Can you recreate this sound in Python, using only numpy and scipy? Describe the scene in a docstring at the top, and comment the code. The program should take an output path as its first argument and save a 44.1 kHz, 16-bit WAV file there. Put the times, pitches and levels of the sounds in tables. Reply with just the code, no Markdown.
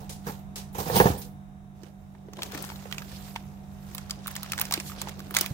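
"""Motors hum over a low rumble in a tiled room; near the phone something scrapes, clacks and jingles, and a load
drops on a hollow box, then hands crinkle and tear a foil pouch close by. Struck box, foil and bumps are noise
bursts or sines through resonances, metal parts are decaying sines, rustles and scrapes are coloured stereo
noise with moving levels, and the motors are steady-pitched sines. Foil, bumps and blows also excite a room tail."""
import sys
import numpy as np
from scipy import signal
from scipy.fft import rfft, irfft, next_fast_len
from scipy.io import wavfile
from scipy.ndimage import uniform_filter1d, map_coordinates

SR = 44100
rng = np.random.default_rng(int(sys.argv[2]) if len(sys.argv) > 2 else 0)


def to_wav(s):
    """Save 16-bit WAV."""
    ch = np.atleast_2d(s).T  # columns
    pcm = np.round(np.clip(ch, -1, 1) * 32767)  # PCM
    wavfile.write(sys.argv[1], SR, pcm.astype(np.int16))


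N = 243873

# Creases that snap in the foil. Each row: start in seconds, strength in dB, panel pitch in Hz,
# treble level in dB, pitch of the loose corner in Hz.
CREASES = [(1.834, -42, 3200, -20, 800), (2.334, -35, 1980, -1, 1140), (2.3696, -35.5, 3080, -15, 3200),
           (2.4207, -21.5, 2270, 0, 3100), (2.432, -17.5, 3900, -6, 1040), (2.52, -31, 2560, 7, 1340),
           (2.548, -28, 2200, 9, 1770), (2.576, -28.5, 4800, -9, 2920), (2.6245, -20.5, 5250, 43, 810),
           (2.641, -27, 2450, -20, 1010), (2.649, -29, 6000, 10, 1500), (2.691, -33.5, 1900, -25, 1300),
           (2.701, -31.5, 1400, -27, 1010), (2.759, -36, 2800, -13, 3450), (2.913, -31, 2600, -25, 1520),
           (2.9253, -20, 2160, -1, 2800), (2.946, -35, 2500, -20, 2400), (2.9819, -23.5, 2350, -5, 2500),
           (2.993, -38, 6000, -20, 3000), (3.02, -34, 1950, -3, 1610), (3.117, -37, 3720, -20, 2000),
           (3.356, -35.5, 2370, -8, 1500), (3.361, -29.5, 2700, -1, 2920), (3.9487, -23.5, 3620, 15, 1110),
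           (3.981, -22.5, 3000, -2, 1190), (4.0972, -27, 3000, -1, 1310), (4.1083, -20, 5600, -30, 4800),
           (4.2603, -34, 1360, -18, 1380), (4.271, -19.5, 5900, 18, 3920), (4.2787, -19, 1470, 12.5, 1320),
           (4.313, -28, 3670, 17.5, 1790), (4.3537, -27.5, 3680, 12, 3440), (4.364, -19, 4600, -15, 1930),
           (4.431, -22, 4150, 10.5, 1340), (4.462, -33, 1920, -15, 985), (4.52, -15.5, 5600, -25, 2620),
           (4.5335, -20.5, 2010, -28, 1320), (4.579, -20, 3480, -19, 2100), (4.588, -22.5, 2200, -20, 1820),
           (4.597, -18, 5350, 4, 940), (4.609, -24, 3200, -12, 2430), (4.614, -10, 3570, 14, 1310),
           (4.653, -23, 5100, -21, 2730), (4.7103, -19, 2550, 3, 920), (4.7236, -11.5, 4500, -15, 1150),
           (4.7386, -9.5, 5270, -7, 4300), (4.776, -26, 2580, -10, 2470), (4.8004, -20.5, 4640, -20, 2640),
           (5.0163, -17.5, 4800, 3, 1000), (5.086, -26, 2980, -6, 1310), (5.0927, -26.5, 4430, -2, 2400),
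           (5.1931, -30.5, 3430, 1, 1210), (5.203, -31.5, 2780, 0, 1440), (5.3086, -25, 1280, 10, 1390),
           (5.3417, -22, 2050, 9, 1350), (5.349, -16, 3840, 2, 910), (5.359, -24, 2550, -10, 1180),
           (5.3672, -3.5, 4470, -9, 2040), (5.3868, -14, 5430, -10, 1890), (5.4103, -5.5, 7900, 14, 5770),
           (5.418, -38, 2200, -20, 1090), (5.4612, -19, 3630, 8, 2250)]
# Where the pouch is held. Each row: time in seconds, left minus right in dB.
POUCH_SIDE = [(2.15, -15), (2.4, 0), (2.7, 3), (2.8, -5), (3.05, -6), (3.4, -4), (4.6, -3.5), (5.53, -5)]
# How alike the two ports hear a wide sound. Each row: frequency in Hz, left-right likeness (1 is identical).
PORT_LIKENESS = [(60, 0.3), (290, 0.8), (640, 0.21), (1400, -0.34), (3000, -0.0081)]


def snaps():
    """A crease flips: a spike and a few ms of chatter ring the foil panel, its loose corner and its facets."""
    mix, t = np.zeros((2, N)), np.arange(SR // 25) / SR
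    crack_db = 5.5  # peak of a snap over its strength
    for s, strength_db, hz, top_db, corner_hz in CREASES:
        chatter = rng.standard_normal((3, len(t)))
        facets = hz * np.exp(0.537 * rng.standard_normal((6, 2, 1)))  # each port faces other facets
        burst = (chatter[0] + chatter[1:]) * amp(-60 * t / 0.019) * (1 - np.exp(-t / 0.0007))
        burst[:, 14] += 7  # the spike, 0.3 ms in

        def foil(f):
            panel = 0.33 * resonance(hz, 2.4 * hz)(f) ** 2
            corner = 0.79 * resonance(corner_hz, 0.45 * corner_hz)(f) ** 2
            small = 0.23 * sum(resonance(c, 0.09 * c)(f) for c in facets)
            treble = amp(top_db - 16.5) * resonance(12000, 9000)(f) ** 2
            return panel + corner + small + treble

        side_db = np.interp(s, *np.transpose(POUCH_SIDE))
        add(mix, s, filtered(burst, foil), strength_db + crack_db, side_db)
    return lead(mix, 0.00013)


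def rustle():
    """Fingers slide on the film: lumpy noise, fine crackle, sheen and the bag's low crumple; snaps stir it up."""
    # Fingers working the pouch. Each row: time in seconds, rustle in dB, sheen in dB, low crumple in dB.
    hands = [(1.75, -81.5, -81, -71), (1.86, -64.5, -73, -56.5), (1.93, -81.5, -79, -69.5),
             (2.29, -74, -82, -64), (2.39, -55, -65, -46), (2.5, -53, -59, -49), (2.55, -42, -61, -44.5),
             (2.68, -52, -50, -51), (2.8, -55.5, -58.5, -56.5), (3.3, -55.5, -54.5, -58),
             (3.4, -62, -65, -59), (3.65, -69.5, -71.5, -66), (3.95, -56, -56, -61.5), (4.2, -60, -78, -56),
             (4.3, -52, -71, -70), (4.6, -52, -57, -52.5), (4.72, -52, -74, -53), (4.89, -53.5, -43, -59.5),
             (5.09, -49.5, -91, -48.5), (5.16, -58.5, -66, -57), (5.32, -58.5, -61, -53),
             (5.53, -55, -57, -56)]
    # Colours of film, sheen and bag. 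Each row: frequency in Hz, relative level in dB per Hz.
    film_colour = [(500, 1), (1200, 1.5), (3000, -3.5), (6000, -3.5), (9000, -10), (15800, -21)]
    sheen_colour = [(4000, -30), (7000, -4), (10000, -8.5), (15000, -1.5), (15800, -12)]
    bag_colour = [(200, 6.5), (350, 10.5), (900, 1.5), (1600, -34)]
    slide_db, shine_db, bag_db = curves(hands)
    s, strength_db = np.transpose(CREASES)[:2]
    # the film strains before each snap and settles after it
    rise = 0.011  # s
    settle_db = swells(s - rise, 0 * s + rise, 0 * s, strength_db - 28.5, fall_db_s=295)
    settle = amp(settle_db)
    film = np.hypot(amp(slide_db), settle)
    sheen = np.hypot(amp(shine_db), amp(-7) * settle)
    mix = film * rush(film_colour, [(0, 0.0074)], grain_db=3.0, rate=190, patchy_db=2.0)
    mix += amp(-1.5) * film * crackle(1300, spread_db=4.0)
    mix += sheen * rush(sheen_colour, [(0, 0.01)], grain_db=1.0, rate=78, patchy_db=2.5)
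    mix += amp(bag_db) * rush(bag_colour, PORT_LIKENESS, grain_db=3.5, rate=50)
    side_db = np.interp(np.arange(N) / SR, *np.transpose(POUCH_SIDE))
    return mix * amp(side_db * [[0.5], [-0.5]])


def crackle(rate, spread_db):
    """Tiny creases at random moments, rate a second, each a damped panel of its own pitch and side."""
    draw = rng.random((int(rate * N / SR), 5))
    moment, pitch, size, side, delay = (draw[:, k:k + 1] for k in range(5))
    t = np.arange(200) / SR
    hz = 700 * 9 ** pitch
    level_db = -spread_db * np.log(1 - 0.97 * size) - 60 * t * hz / 14  # 60 dB down after 14 cycles
    grain = np.sqrt(hz) * amp(level_db) * np.sin(2 * np.pi * hz * t)
    start = (moment * N).astype(int) + np.arange(200)
    ports = []
    for k in range(2):
        late = start + k * (12 * delay).astype(int)  # the right port lags by up to 11 samples
        ports.append(np.bincount(late.ravel(), (grain * np.abs(k - side)).ravel(), N + 300)[:N])
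    return unit(np.array(ports))


def rubs():
    """A thumb slides over the film: smooth airy strokes of noise."""
    # Strokes. Each row: start in seconds, rise in seconds, held in seconds, level in dB.
    strokes = [(3.06, 0.039, 0.072, -50.5), (3.21, 0.03, 0.055, -56), (4.85, 0.013, 0.029, -47),
               (4.965, 0.028, 0.0084, -43)]
    # Each row: frequency in Hz, relative level in dB per Hz.
    stroke_colour = [(2200, -11), (3400, -1.5), (5500, -2.5), (7000, -13), (12000, -12)]
    s, rise, held, db = np.transpose(strokes)
    level_db = swells(s, rise, held, db, fall_db_s=500) + [[-2.2], [2.2]]  # stronger on the right
    return amp(level_db) * rush(stroke_colour, [(0, 0.045)], grain_db=-3.0, rate=98)


def bumps():
    """Soft bumps of hands and bag: one dull mode each, with the tick of the contact."""
    # Each row: start in seconds, peak in dB, pitch in Hz.
    contacts = [(1.834, -38, 345), (2.15, -42, 890), (2.285, -35.5, 410), (2.39, -32, 990),
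                (2.533, -34, 460), (2.55, -31, 287), (2.719, -34, 880), (2.856, -32, 507), (3.132, -34, 75),
                (3.36, -22, 925), (4.444, -38, 1260), (4.777, -27, 334), (4.898, -33, 1190),
                (4.918, -34, 1260), (5.072, -28, 860), (5.412, -30.5, 344), (5.443, -33, 1160),
                (5.51, -23.5, 134)]
    mix, t = np.zeros((2, N)), np.arange(SR // 5) / SR
    for s, db, hz in contacts:
        fade = amp(-60 * t / (0.012 + 7 / hz))  # lower modes ring longer
        ring = np.sin(2 * np.pi * hz * t) * fade * (1 - np.exp(-t / 0.00053))
        noise = rng.standard_normal((2, len(t))) * amp(-60 * t / 0.042)
        tick = filtered(noise, lambda f: resonance(1.8 * hz, 2.5 * hz)(f) ** 2)
        add(mix, s, ring + 0.91 * tick, db, -3)
    return lead(mix, 0.000067)


def knocks():
    """Blows on the hollow box: a soft push and some ms of rattle drive its modes."""
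    # Each row: start in seconds, peak in dB, boost of the modes under 250 Hz in dB.
    blow_rows = [(0.268, -24.5, -1), (0.294, -24, 10), (0.75, -28, -4), (0.784, -26, -7), (0.863, -25, -6),
                 (0.898, -17.5, -25), (0.955, -15, -8), (0.967, -10, -19), (1.0, -1.5, -18),
                 (1.01, -12.5, -15), (1.056, -5, 2), (1.066, -14, -10), (1.102, -16, 25)]
    # Modes of the box. Each row: frequency in Hz, width in Hz, level in dB.
    modes = [(71.4, 10.5, 3.5), (150, 77, 0.5), (413, 69, 0.5), (498, 21, 9.5), (788, 118, 6),
             (920, 106, 6.5), (1760, 200, -6.5)]
    mix, t = np.zeros((2, N)), np.arange(SR // 4) / SR
    for s, db, bass_db in blow_rows:

        def box(f):
            total = 0
            for k, (hz, width, level_db) in enumerate(modes):
                boost_db = bass_db if hz < 250 else 0
                total = total + (-1) ** k * amp(level_db + boost_db) * resonance(hz, width)(f)
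            return total

        chance = rng.standard_normal((3, len(t)))
        push = t / 0.000386 * np.exp(-t / 0.00026)
        rattle = 0.38 * amp(-60 * t / 0.047) * (chance[0] + 0.36 * chance[1:])
        add(mix, s, filtered(push + rattle, box) * amp(-60 * t / 0.29), db, -2.5)
    return lead(mix, 0.00021)


def clinks():
    """Small metal parts clink: decaying sines, rebalanced and slightly retuned at each contact."""
    # Each row: start in seconds, peak in dB.
    contacts = [(0.785, -40), (0.9542, -27), (0.9644, -18), (0.985, -21), (1.0394, -36)]
    # Metal parts. Each row: frequency in Hz, level in dB.
    parts = [(8760, -8.5), (11140, -4), (13460, -3), (14800, -9), (15500, 6)]
    mix, t = np.zeros((2, N)), np.arange(SR // 3) / SR
    for s, db in contacts:
        ring = 0
        for hz, level_db in parts:
            port_db = level_db + rng.normal(0, 2.7, (2, 1))  # each port hears its own balance
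            cycles = hz * rng.normal(1, 0.0078) * t + rng.random((2, 1))
            ring = ring + amp(port_db - 60 * t / 0.13) * np.sin(2 * np.pi * cycles)
        add(mix, s, ring, db, -4)
    return mix


def shuffle():
    """The load is shoved along: swelling noise booms in the box, scrapes the tiles and hisses."""
    # Each row: start in seconds, rise in seconds, held in seconds, boom in dB, scrape in dB, hiss in dB.
    shoves = [(0.001, 0.0013, 0.03, -47.5, -56, -58.5), (0.091, 0.004, 0.01, -45.5, -55, -67),
              (0.2, 0.056, .01, -70, -55, -56), (0.255, 0.014, 0.02, -36.5, -43.5, -45),
              (0.553, 0.01, 0.012, -44.5, -46, -56), (0.724, .006, .015, -64, -64, -58),
              (0.742, 0.0074, 0.033, -40.5, -46, -50), (0.78, 0.0042, 0.023, -30.5, -38.5, -38),
              (0.81, 0.076, 0.086, -30, -40.5, -39), (0.916, 0.044, 0.016, -24, -27.5, -30.5),
              (0.997, 0.0051, 0.0052, -17, -33, -33), (1.049, 0.0088, 0.018, -25, -37, -38),
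              (1.173, 0.0044, 0.01, -58, -53, -43.5)]
    # Colours of the three noises. Each row: frequency in Hz, relative level in dB per Hz.
    boom_colour = [(40, -16), (100, -9), (200, -7), (240, -22.5), (465, -10.5), (600, -19), (800, -8.5),
                   (1190, -23.5), (1800, -30)]
    scrape_colour = [(900, 2), (1800, -0.5), (3000, -1), (6000, -2), (9000, -6.5)]
    hiss_colour = [(6000, -26), (9000, 2.5), (13000, 8.5), (15800, 9)]
    s, rise, held, boom_db, scrape_db, hiss_db = np.transpose(shoves)
    boom = rush(boom_colour, [(60, 0.98), (500, 0.99), (1200, 0.89)], grain_db=1.5, rate=50)
    boom = shaded(lead(boom, 0.00028))
    scrape = rush(scrape_colour, [(0, 0.06)], grain_db=1.5, rate=220, patchy_db=2.0)
    hiss = rush(hiss_colour, [(0, 0.089)], grain_db=0.9, rate=180, patchy_db=2.5)
    mix = amp(swells(s, rise, held, boom_db, fall_db_s=221)) * boom
    mix += amp(swells(s, rise, held, scrape_db, fall_db_s=170)) * scrape
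    mix += amp(swells(s, rise, held, hiss_db, fall_db_s=190)) * hiss
    return amp([[-2.5], [2.5]]) * mix


def clacks():
    """Far clacks: a sharp start that flutters away as noise."""
    # Each row: start in seconds, peak in dB, time to fall 60 dB in seconds.
    clack_rows = [(0.094, -32, 0.29), (0.558, -30, 0.23), (1.2172, -34.5, 0.17)]
    # Each row: frequency in Hz, relative level in dB per Hz.
    clack_colour = [(500, 12), (1000, -29), (1600, -2.5), (3000, 3), (5000, 6.5), (9000, 5), (15800, -1)]
    mix, t = np.zeros((2, N)), np.arange(SR // 3) / SR
    for s, db, t60 in clack_rows:
        fade = amp(-60 * t / t60 + 1.4 * wobble(113)[:len(t)])
        noise = filtered(rng.standard_normal((2, len(t))), colour(clack_colour))
        add(mix, s, noise * fade, db, -1)
    return mix


def background():
    """Clean lines of several motors, as sines, over the noise of rumble and air; all sag and return together."""
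    # Level of the whole background. Each row: time in seconds, level in dB.
    drift = [(0, -0.5), (1.2, -1), (1.6, -5), (2.2, -5.5), (2.7, -1), (4, -1.5), (5.53, 0)]
    # Motor lines. Each row: frequency in Hz, relative level in dB.
    hum = [(86.2, -9), (141.5, -16), (147.21, -4), (188.7, -14), (196.12, 0), (635.2, -24), (733.4, -17),
           (3725, -35)]
    # Colours of rumble and air. Each row: frequency in Hz, relative level in dB per Hz.
    rumble_colour = [(30, -31), (42, 5.5), (60, 0), (90, -1.5), (130, -3.5), (170, -7.5), (230, -20.5)]
    air_colour = [(200, -0.5), (310, -0.5), (520, -10.5), (700, -1.5), (1000, -8.5), (1600, -15),
                  (3200, -25), (3750, -22), (4400, -33), (5600, -27), (15800, -32.5)]
    drift_db, = curves(drift)
    t = np.arange(N) / SR
    lines = sum(amp(db) * np.sin(2 * np.pi * (hz * t + rng.random())) for hz, db in hum)
    low = amp(-43) * unit(lines) + amp(-47) * rush(rumble_colour, PORT_LIKENESS)
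    low = amp([[-2.5], [2.5]]) * low  # stronger on the right
    return amp(drift_db) * (low + amp(-54) * rush(air_colour, PORT_LIKENESS))


def room(x):
    """Tiled room: a noise tail 4.5 ms late; each frequency dies at its own speed, long waves reach ports alike."""
    # Each row: frequency in Hz, time to fall 60 dB in seconds.
    tiles = [(200, 0.49), (2000, 0.35), (10000, 0.33)]
    hz, t, z = signal.stft(rng.standard_normal((2, SR // 2)), SR, nperseg=256)
    apart = np.clip(hz / 900, 0, 1)[:, None]
    z = np.array([z[0] + apart * z[1], z[0] - apart * z[1]]) / np.sqrt(1 + apart ** 2)
    t60 = np.interp(hz, *np.transpose(tiles))[:, None]
    tail = signal.istft(z * amp(-60 * t / t60), SR, nperseg=256)[1]
    late_tail = np.pad(tail, ((0, 0), (200, 0)))
    return signal.fftconvolve(x, late_tail / np.linalg.norm(tail[0]), axes=1)[:, :N]


def shaded(x):
    """The left port is shaded from the box's upper modes: a broad dip at 720 Hz."""
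    return filtered(x, lambda f: np.array([1 - 0.8 * resonance(720, 330)(f), np.ones(len(f))]))


def lead(x, seconds):
    """The left port hears it first: opposite phase slopes, half the time each way."""
    return filtered(x, lambda hz: np.exp(1j * np.pi * seconds * hz * np.array([[1], [-1]])))


def swells(start, rise, held, db, fall_db_s):
    """Summed power, in dB, of strokes that rise, hold and fall away."""
    power, t = np.zeros(N), np.arange(SR // 2) / SR
    for s, r, h, top_db in zip(start, rise, held, db):
        part = power[round(s * SR):][:len(t)]
        fall_db = fall_db_s * np.clip(t - r - h, 0, None)
        stroke = np.clip(t / r, 0, 1) ** 4 * amp(2 * (top_db - fall_db))
        part += stroke[:len(part)]
    return 10 * np.log10(power + 1e-12)


def rush(spectrum, alike, grain_db=0, rate=300, patchy_db=0):
    """Stereo noise of rms 1; grain makes it lumpy, patches shift its colour from moment to moment."""
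    f, likeness = np.transpose(alike)
    z = signal.stft(rng.standard_normal((2, N)) * amp(grain_db * wobble(rate)), nperseg=256)[2]
    field = uniform_filter1d(rng.standard_normal(z.shape[1:]), size=10, axis=0)
    field = uniform_filter1d(field, size=12, axis=1)
    pair = signal.istft(z * amp(patchy_db * unit(field)), nperseg=256)[1][:, :N]

    def mid_side(hz):
        turn = np.arccos(np.clip(np.interp(hz, f, likeness), -1, 1)) / 2
        return colour(spectrum)(hz) * [np.cos(turn), np.sin(turn)]

    mid, side = filtered(pair, mid_side)
    return unit(np.array([mid + side, mid - side]))


def add(mix, s, sound, db, pan_db):
    """Lays a sound into mix at second s; db is its mono peak, pan_db left minus right."""
    part = mix[:, round(s * SR):][:, :sound.shape[1]]
    gain = amp(db + np.array([[pan_db], [-pan_db]]) / 2)
    part += (gain * sound / np.abs(sound.mean(0)).max())[:, :part.shape[1]]


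def resonance(hz, width):
    """Causal response of one mode, width in Hz."""
    return lambda f: 1j * f * width / (hz * hz - f * f + 1j * f * width)


def filtered(x, response):
    """x times a complex response of frequency."""
    n = x.shape[-1]
    m = next_fast_len(n + 8192)
    return irfft(rfft(x, m) * response(np.fft.rfftfreq(m, 1 / SR)), m)[..., :n]


def colour(points):
    """Gain against frequency from (Hz, dB) points on a log axis, -120 dB outside."""
    f, v = np.transpose(points)
    return lambda hz: amp(np.interp(np.log(hz + 1), np.log(f + 1), v, -120, -120))


def curves(rows):
    """One value per sample for each column after the time, -120 outside."""
    s, *cols = np.transpose(rows)
    return [np.interp(np.arange(N) / SR, s, c, -120, -120) for c in cols]


def wobble(rate):
    """A smooth random curve, rate knots a second."""
    return map_coordinates(rng.standard_normal(int(N * rate / SR) + 4), [np.arange(N) * rate / SR])


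def amp(db):
    """Amplitude gain from dB."""
    return 10 ** (np.asarray(db) / 20)


def unit(x):
    """x scaled to rms 1."""
    return x / np.sqrt(np.mean(x ** 2) + 1e-20)


def scene():
    """Foil, bumps and blows, direct and through the room tail, with the other layers added dry."""
    near = snaps() + bumps()
    blows = shaded(knocks()) + clinks()
    tail = room(amp(-19.5) * near + amp(-13.0) * blows)
    return near + blows + tail + rustle() + rubs() + clacks() + shuffle() + background()


def record(dry):
    """The loudest peaks are rounded off, the deepest bass is weak, little sounds above 15.85 kHz and nothing
    above 16.99 kHz."""
    rounded = dry / (1 + np.abs(dry / 0.95) ** 4) ** (1 / 4)

    def response(hz):
        top = np.where(hz < 15850, 1, amp(-27)) * (hz < 16990)  # faint above 15.85 kHz, then silent
        return top / (1 + (34 / (hz + 1)) ** 6)

    return filtered(rounded, response)


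dry = scene()
out = record(dry)
to_wav(out)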